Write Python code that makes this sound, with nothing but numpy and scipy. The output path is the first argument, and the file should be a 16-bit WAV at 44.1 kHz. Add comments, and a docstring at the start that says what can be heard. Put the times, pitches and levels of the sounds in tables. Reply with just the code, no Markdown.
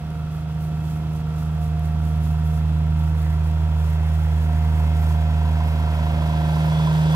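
"""A diesel drones and clatters, slowly coming closer: a small three-cylinder loader sweeping a snowy walkway.
Firings pulse in the exhaust, one cylinder knocks once a cycle, and a hydraulic pump whines along.
The rotary broom hisses over the paving, flings grit and scrapes ice. Tyres crunch the snow as the
machine draws almost level on the right. A stone front answers the knock."""
import sys
import numpy as np
from scipy import signal
from scipy.fft import rfft, irfft, next_fast_len
from scipy.io import wavfile
from scipy.ndimage import map_coordinates

SR = 44100
rng = np.random.default_rng(int(sys.argv[2]) if len(sys.argv) > 2 else 0)


def store_pcm(level_fs):
    """Save levels as 16-bit WAV."""
    pcm = np.round(np.clip(level_fs, -1, 1) * 32767).astype(np.int16)
    wavfile.write(sys.argv[1], SR, np.atleast_2d(pcm).T)


N = 315315

# the drone swells and fades among the walls: (time [s], firing tone [dB], its octave [dB])
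DRONE_LEVELS = [(0.0, -49, -34), (0.04, -33, -29.5), (0.77, -30.5, -26), (1.05, -31.5, -25.5),
                (1.74, -24, -25.5), (2.19, -22, -24.5), (2.89, -21, -24), (3.68, -20, -27),
                (5.04, -18.5, -26), (5.91, -20.5, -27.5), (6.64, -24.5, -19.5), (7.1, -27.5, -17.5)]
# upper drone: (time [s], third harmonic [dB], fourth harmonic [dB])
OVERTONE_LEVELS = [(0.2, -66, -62), (0.25, -71, -64), (0.98, -45, -48), (1.59, -50, -57),
                   (2.11, -44.5, -52), (2.26, -45, -70), (2.83, -44, -49), (3.75, -58, -52.5),
                   (3.79, -62, -64), (4.47, -43, -51), (5.79, -40.5, -61), (6.36, -39.5, -45),
                   (7.01, -47, -52), (7.05, -55, -45)]
# lope of unequal cylinders, between the firing tones: (order [per cycle], level [dB])
LOPE_TONES = [(4, -43.5), (5, -44), (7, -53.5), (8, -73)]
# gas turbulence: (frequency [Hz], relative level [dB])
RUMBLE_EQ = [(12, -9), (28, -12.5), (52, 2.5), (75, 2.5), (150, -0.5), (210, -3.5), (300, -10.5),
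             (450, -18.5), (1000, -50)]
def exhaust(cycle):
    """Three firings a cycle make the drone; uneven cylinders and gas turbulence roughen it."""
    firing_db, octave_db = curves(DRONE_LEVELS)
    firing = 3 * cycle
    drone = amp(firing_db) * tone(firing, waver_db=0, drift=.006, rate=10)
    drone += amp(octave_db) * tone(2 * firing, waver_db=-.2, drift=.012, rate=5.9)
    for harmonic, db in zip((3, 4), curves(OVERTONE_LEVELS)):
        drone += amp(db) * tone(harmonic * firing, waver_db=.8, drift=.1, rate=12)
    # the uneven pressure peaks a twelfth of a cycle ahead of a firing
    lope = sum(amp(db) * tone(order * (cycle + 1 / 12), waver_db=.5, drift=.32, rate=5.7)
               for order, db in LOPE_TONES)
    return drone + lope + amp(-37.5) * rush(RUMBLE_EQ)


# low chug, hard clatter and bright valve rattle, each (frequency [Hz], relative level [dB])
BODY_EQ = [(150, -12), (280, -2), (400, -4), (650, 0.5), (850, -2.5), (1100, -14), (1500, -8), (2200, -37),
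           (4000, -62)]
CLATTER_EQ = [(600, -29), (1100, 1), (1340, -1.5), (1600, 0.5), (1900, 0), (2350, -6.5), (2950, -7.5),
              (3600, -12.5), (6000, -23), (12000, -45)]
VALVE_EQ = [(1150, -55), (1550, -4), (1900, -8), (2600, 1.5), (3000, -1), (3900, -5), (6000, -17),
            (12000, -44)]
def combustion(cycle):
    """Each firing throws a burst of noise; valves and injectors rattle alike in every cycle."""
    pulse = np.cos(2 * np.pi * 3 * cycle)
    body = carried("body") * rush(BODY_EQ, amp(.54 * pulse))
    clatter = carried("clatter") * rush(CLATTER_EQ, amp(.93 * pulse + wobble(160)))
    pattern = rng.standard_normal(SR // 26)  # about one cycle of noise
    looped = map_coordinates(pattern, [cycle % 1 * len(pattern)], mode="grid-wrap")
    rattle = filtered(looped * amp(1.8 * pulse), lambda hz: amp(along(VALVE_EQ, hz)))
    return body + clatter + carried("valves") * unit(rattle)


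# piston-struck block, side panel and loose cover, each (frequency [Hz], width [Hz], relative level [dB])
BLOCK_MODES = [(590, 110, -5.5), (881, 120, 0.5)]
PANEL_MODES = [(862, 34, -1.5), (920, 57, -7), (992.3, 26, 5.5)]
COVER_MODES = [(1317, 146, 1.5), (1430, 160, -3), (2610, 120, -15)]
SLAP_LEAD, PANEL_LEAD, COVER_LAG = 0.0902, 0.1485, 0.038  # against the first firing [cycles]
def cylinder_knock(cycle):
    """One cylinder hits hardest: it slaps the block, rings a side panel and shakes a loose cover."""
    slap = carried("slap") * knocks(cycle + SLAP_LEAD, BLOCK_MODES, scatter_db=1.5, jitter_ms=.2)
    ring = carried("panel") * knocks(cycle + PANEL_LEAD, PANEL_MODES, scatter_db=3.5, jitter_ms=.11)
    shake = carried("cover") * knocks(cycle - COVER_LAG, COVER_MODES, scatter_db=2.2, jitter_ms=1.2)
    return slap + ring + shake


# housing hum: (order [per cycle, played rounded], front level [dB], side level [dB])
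HOUSING_TONES = [(13, -69.5, -49), (15, -60.5, -52), (16, -96, -45), (18, -54, -52), (20, -61, -46),
                 (21, -71.5, -44.5), (22, -64, -50), (24, -71.5, -46.5), (25, -67, -48.5), (28, -58, -55),
                 (30, -66, -61), (31, -64, -49), (33, -62, -53), (34, -86, -47), (36, -57, -43.5),
                 (39, -69.5, -70), (40, -85, -59), (44, -63, -60), (45, -60, -67), (51, -57.5, -62),
                 (52, -60.5, -48.5), (54, -76, -56), (59, -69, -53.5), (60, -74, -48), (63.4, -84, -56),
                 (81.5, -69, -50), (100.7, -65.5, -56)]
def housing(cycle, flank):
    """The housing radiates engine orders, differently to the front and to the side."""
    hum = np.zeros(N)
    for order, front_db, side_db in HOUSING_TONES:
        gain = amp(front_db + flank * (side_db - front_db))
        hum += gain * tone(round(order) * cycle + rng.random(), waver_db=2.5, drift=.34, rate=6)
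    return hum


# fader ride of the pump whine: (time [s], level [dB])
WHINE_LEVELS = [(0.15, -49), (0.52, -51), (0.59, -48.5), (1.54, -50), (1.62, -42.5), (2.57, -48),
                (4.39, -47.5), (4.43, -42.5), (5.72, -41.5), (6.32, -36.5), (6.98, -44.5), (7.1, -40)]
# the valve whistles louder: (start [s], length [s], level [dB])
WHISTLE_SWELLS = [(6.74, .16, -46.5), (7.08, .12, -46)]
def hydraulics(cycle, flank):
    """The pump whines in step with the engine, a second whine opens to the side, a valve whistles."""
    pump = amp(curves(WHINE_LEVELS)[0]) * tone(27.165 * cycle, waver_db=1.6, drift=.25, rate=18)
    side_whine = amp(-70.5 + 22 * flank) * tone(37.62 * cycle, waver_db=5, drift=.33, rate=15)
    whistle = tone(3427 * np.arange(N) / SR, waver_db=2, drift=.4, rate=40)
    swells = strokes(WHISTLE_SWELLS, attack_s=.08, release_s=.1)
    return pump + side_whine + np.hypot(carried("whistle"), swells) * whistle


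# the bristles bite into the paving: (start [s], length [s], level before the hiss and spray trims [dB])
BROOM_BITES = [(0.307, 0.1, -58), (0.597, 0.095, -55.5), (0.82, 0.18, -57.5), (1.127, 0.075, -56),
               (1.357, 0.12, -56), (1.608, 0.087, -54), (1.84, 0.035, -50.5), (2.01, 0.2, -59),
               (2.202, 0.15, -54), (2.35, 0.041, -59), (2.44, 0.17, -54.5), (2.967, 0.14, -58),
               (3.146, 0.2, -57), (3.42, 0.071, -56), (3.747, 0.029, -62), (3.78, 0.197, -54.5),
               (4.008, 0.29, -57.5), (4.31, 0.18, -55.5), (4.601, 0.133, -61), (4.751, 0.13, -55.5),
               (4.952, 0.21, -53.5)]
# bristle hiss and icy sizzle, each (frequency [Hz], relative level [dB])
BRISTLE_EQ = [(2000, -4), (5000, 0), (7500, -0.5), (9200, -1.5), (11500, 1.5), (13500, -1.5), (15500, -13)]
SPRAY_EQ = [(4000, -24), (8000, -4), (11000, 3), (14000, 7), (15500, 8)]
# flung grit: (time [s], peak level [dB])
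GRIT_TICKS = [(0.1042, -42), (0.8056, -46), (1.1348, -43), (1.7943, -37), (1.8457, -43), (2.0527, -39),
              (2.3984, -43), (3.845, -40), (4.1525, -41), (4.9691, -42)]
HISS_TRIM_DB, SPRAY_TRIM_DB = 1.5, -3
GRIT_CREST_DB, GRIT_T60_S = 4, 0.014  # a tick's peak over its noise; its decay
def broom():
    """Bristles scrub the paving in surges, throw a crackling spray of ice and fling bits of grit."""
    bites = strokes(BROOM_BITES, attack_s=.061, release_s=.077)
    flutter = amp(wobble(24))
    scrub = np.hypot(carried("bristles"), bites) * flutter
    roughness = amp(1.25 * wobble(120) + 2.3 * wobble(1500))
    hiss = amp(HISS_TRIM_DB) * scrub * rush(BRISTLE_EQ, roughness)
    crystals = rng.random(N) < 700 / SR  # about 700 a second
    spray = amp(SPRAY_TRIM_DB) * scrub * rush(SPRAY_EQ, crystals)
    t = np.arange(SR // 20) / SR
    ticks = np.zeros(N + SR)
    for start, db in GRIT_TICKS:
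        ticks[round(start * SR):][:len(t)] += amp(db - GRIT_CREST_DB - 60 * t / GRIT_T60_S)
    return hiss + spray + ticks[:N] * rush(BRISTLE_EQ)


# ring of the broom hood: (frequency [Hz], width [Hz], relative level [dB])
HOOD_MODES = [(2577, 220, 5.5), (2730, 59, 1), (3275, 45, 6)]
def hood():
    """The bristles keep the hood ringing."""
    return carried("hood") * ringing(HOOD_MODES)


# strokes over ice: (start [s], length [s], level [dB])
ICE_STROKES = [(3.25, 0.039, -43), (3.85, 1.3, -53.5)]
# their midrange rasp: (frequency [Hz], relative level [dB])
ICE_EQ = [(1200, -35), (1650, 5), (2150, 5), (2500, -19), (4000, -42)]
def ice_scrape():
    """Midway the broom catches a patch of ice: a short scuff, then a longer rasp."""
    return strokes(ICE_STROKES, attack_s=.14, release_s=.23) * rush(ICE_EQ, amp(1.6 * wobble(77)))


# crisp snow: (frequency [Hz], relative level [dB])
CRUNCH_EQ = [(1200, -35), (2500, -10), (3200, 7), (4000, -5.5), (5000, -3), (6000, -15), (7200, -4.5),
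             (9000, -9.5), (15000, -28)]
# steel frame rung by snow and grit: (frequency [Hz], width [Hz], relative level [dB])
FRAME_MODES = [(3830, 220, 1), (4440, 160, 0.5), (4950, 190, 0.5), (5980, 650, -3)]
def tyres():
    """Packed snow breaks under the treads in fine grains that ring the frame; near wheels emerge last."""
    gain = np.hypot(carried("treads"), carried("near treads"))
    grains = amp(1.8 * wobble(900) + .4 * wobble(25))
    return gain * (amp(4.5) * rush(CRUNCH_EQ, grains) + amp(1) * ringing(FRAME_MODES, grains))


# reverb of the stone front: (frequency [Hz], time to fall 60 dB [s])
FACADE_DECAY = [(200, 1), (2000, 0.74), (10000, 0.21)]
def facade(x):
    """The stone front's answer, different at each ear, dies fastest in the treble."""
    hz, t, noise = signal.stft(rng.standard_normal((2, SR // 2)), SR, nperseg=256)
    decay = amp(-60 * t / along(FACADE_DECAY, hz)[:, None])
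    tail = signal.istft(noise * decay, SR, nperseg=256)[1]
    return signal.fftconvolve(x[None], tail / np.linalg.norm(tail[0]), axes=1)[:, :N]


DRIVE_M_PER_S, CLOSEST_M, CLOSEST_S = 1.957, 2.92, 7.535  # a straight, steady drive
def ahead():
    """Metres that the machine still has to drive until it is abeam."""
    return DRIVE_M_PER_S * (CLOSEST_S - np.arange(N) / SR)


def nearness():
    """Closest distance over present distance."""
    return CLOSEST_M / np.hypot(ahead(), CLOSEST_M)


# how each part carries: (gain when closest [dB], loss per doubling of distance [dB])
FALLOFF = {"body": (-37.5, 5.3), "slap": (-40.5, 8.2), "panel": (-38, 9.7), "clatter": (-41.5, 5.04),
           "valves": (-45.5, 6.6), "cover": (-54.5, .3), "whistle": (-51.5, 6.8), "hood": (-51, 4.1),
           "bristles": (-53, 4.3), "treads": (-58, 2.45), "near treads": (-49.5, 26)}
def carried(part):
    """Gain of one part as the machine approaches; shielded parts lose most with distance."""
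    closest_db, loss_db = FALLOFF[part]
    return amp(closest_db + loss_db * np.log2(nearness()))


def tone(turns, waver_db, drift, rate):
    """A sine of rms 1 whose level and phase (drift, in radians) waver at rate knots a second."""
    level = amp(waver_db * wobble(rate))
    return unit(level * np.cos(2 * np.pi * turns + drift * wobble(rate)))


# stereo image of the noise: (frequency [Hz], left-right likeness [0 to 1])
STEREO_LIKENESS = [(100, 1), (500, 0.68), (1000, 0.87), (2500, 0.27), (5000, 0.64), (10000, 0.1)]
def rush(spectrum, gate=1):
    """Stereo noise of rms 1, gated and then coloured; centred in the bass, widest at the top."""
    def colour(hz):
        spread = np.arccos(np.clip(along(STEREO_LIKENESS, hz), -1, 1)) / 2
        return amp(along(spectrum, hz)) * [np.cos(spread), np.sin(spread)]
    mid, side = filtered(gate * rng.standard_normal((2, N)), colour)
    return unit(np.array([mid + side, mid - side]))


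def knocks(cycle, modes, scatter_db, jitter_ms):
    """One blow a cycle, uneven in size and timing, rings a set of modes; rms 1."""
    onsets = np.flatnonzero(np.diff(np.floor(cycle)))
    size, late = rng.standard_normal((len(onsets), 2)).T
    onsets += np.round(late * jitter_ms * SR / 1000).astype(int)
    blows = np.zeros(N)
    blows[np.clip(onsets, 0, N - 1)] = amp(scatter_db * size)
    return unit(filtered(blows, lambda hz: resonances(modes, hz)))


def ringing(modes, gate=1):
    """Stereo noise of rms 1, gated and then rung through a set of modes."""
    return unit(filtered(gate * rng.standard_normal((2, N)), lambda hz: resonances(modes, hz)))


def resonances(modes, hz):
    """Causal response of band-pass modes of alternating polarity."""
    return sum((-1) ** k * amp(db) * 1j * hz * width / (centre ** 2 - hz ** 2 + 1j * hz * width)
               for k, (centre, width, db) in enumerate(modes))


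def strokes(rows, attack_s, release_s):
    """Attack, hold and release for each row; the ramps are centred on its ends."""
    t = np.arange(N) / SR
    envelope = np.zeros(N)
    for start, length, db in rows:
        ramp = .5 + np.minimum((t - start) / attack_s, (start + length - t) / release_s)
        envelope = np.maximum(envelope, amp(db) * np.clip(ramp, 0, 1))
    return envelope


def amp(db):
    """Decibels to gain."""
    return 10 ** (np.asarray(db) / 20)


def unit(x):
    """Scale to rms 1."""
    return x / np.sqrt(np.mean(x ** 2) + 1e-20)


def along(points, hz):
    """Interpolate (frequency [Hz], value) points on a log axis."""
    freqs, values = np.transpose(points)
    return np.interp(np.log(hz + 1), np.log(freqs + 1), values)


def curves(rows):
    """One value per sample for each column after the time."""
    times, *columns = np.transpose(rows)
    return [np.interp(np.arange(N) / SR, times, column) for column in columns]


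def wobble(rate):
    """A smooth random curve, rate knots a second."""
    return map_coordinates(rng.standard_normal(int(N * rate / SR) + 4), [np.arange(N) * rate / SR])


def filtered(x, response):
    """Filter x by a complex response of frequency."""
    size = next_fast_len(N + SR // 2)
    return irfft(rfft(x, size) * response(np.fft.rfftfreq(size, 1 / SR)), size)[..., :N]


# steady throttle, last value held: (time [s], engine speed [cycles/s])
ENGINE_SPEED = [(0, 25.96), (2.1, 26.035)]
# pan: (frequency [Hz], right over left [dB])
EAR_BALANCE = [(80, 3), (160, 2), (600, 2.5), (1200, 1.6), (4000, 1), (12000, 1)]
FLANK_AHEAD_M, FLANK_BLUR_M = 5.14, 1.95  # the open flank comes into view this far ahead, this gradually
LAG_AHEAD_MS, LAG_ABEAM_MS = 0.054, 0.22  # delay of the left ear
def scene():
    """The machine nears on the right, showing its flank: the left ear hears it later and softer."""
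    cycle = np.cumsum(curves(ENGINE_SPEED)[0]) / SR
    flank = 1 / (1 + np.exp((ahead() - FLANK_AHEAD_M) / FLANK_BLUR_M))  # 0 head-on, 1 side-on
    knock = cylinder_knock(cycle)
    engine = exhaust(cycle) + combustion(cycle) + housing(cycle, flank) + knock
    left, right = engine + hydraulics(cycle, flank) + broom() + hood() + ice_scrape() + tyres()
    lag_ms = LAG_AHEAD_MS + (LAG_ABEAM_MS - LAG_AHEAD_MS) * nearness()
    left = map_coordinates(left, [np.arange(N) - lag_ms * SR / 1000], order=5)
    direct = filtered(np.array([left, right]), lambda hz: amp(np.outer([-.5, .5], along(EAR_BALANCE, hz))))
    return direct + amp(-7.5) * facade(knock)


TOP_HZ = 15750
def record(dry):
    """A brick-wall low-pass takes off the highest air."""
    return filtered(dry, lambda hz: hz < TOP_HZ)


dry = scene()
out = record(dry)
store_pcm(out)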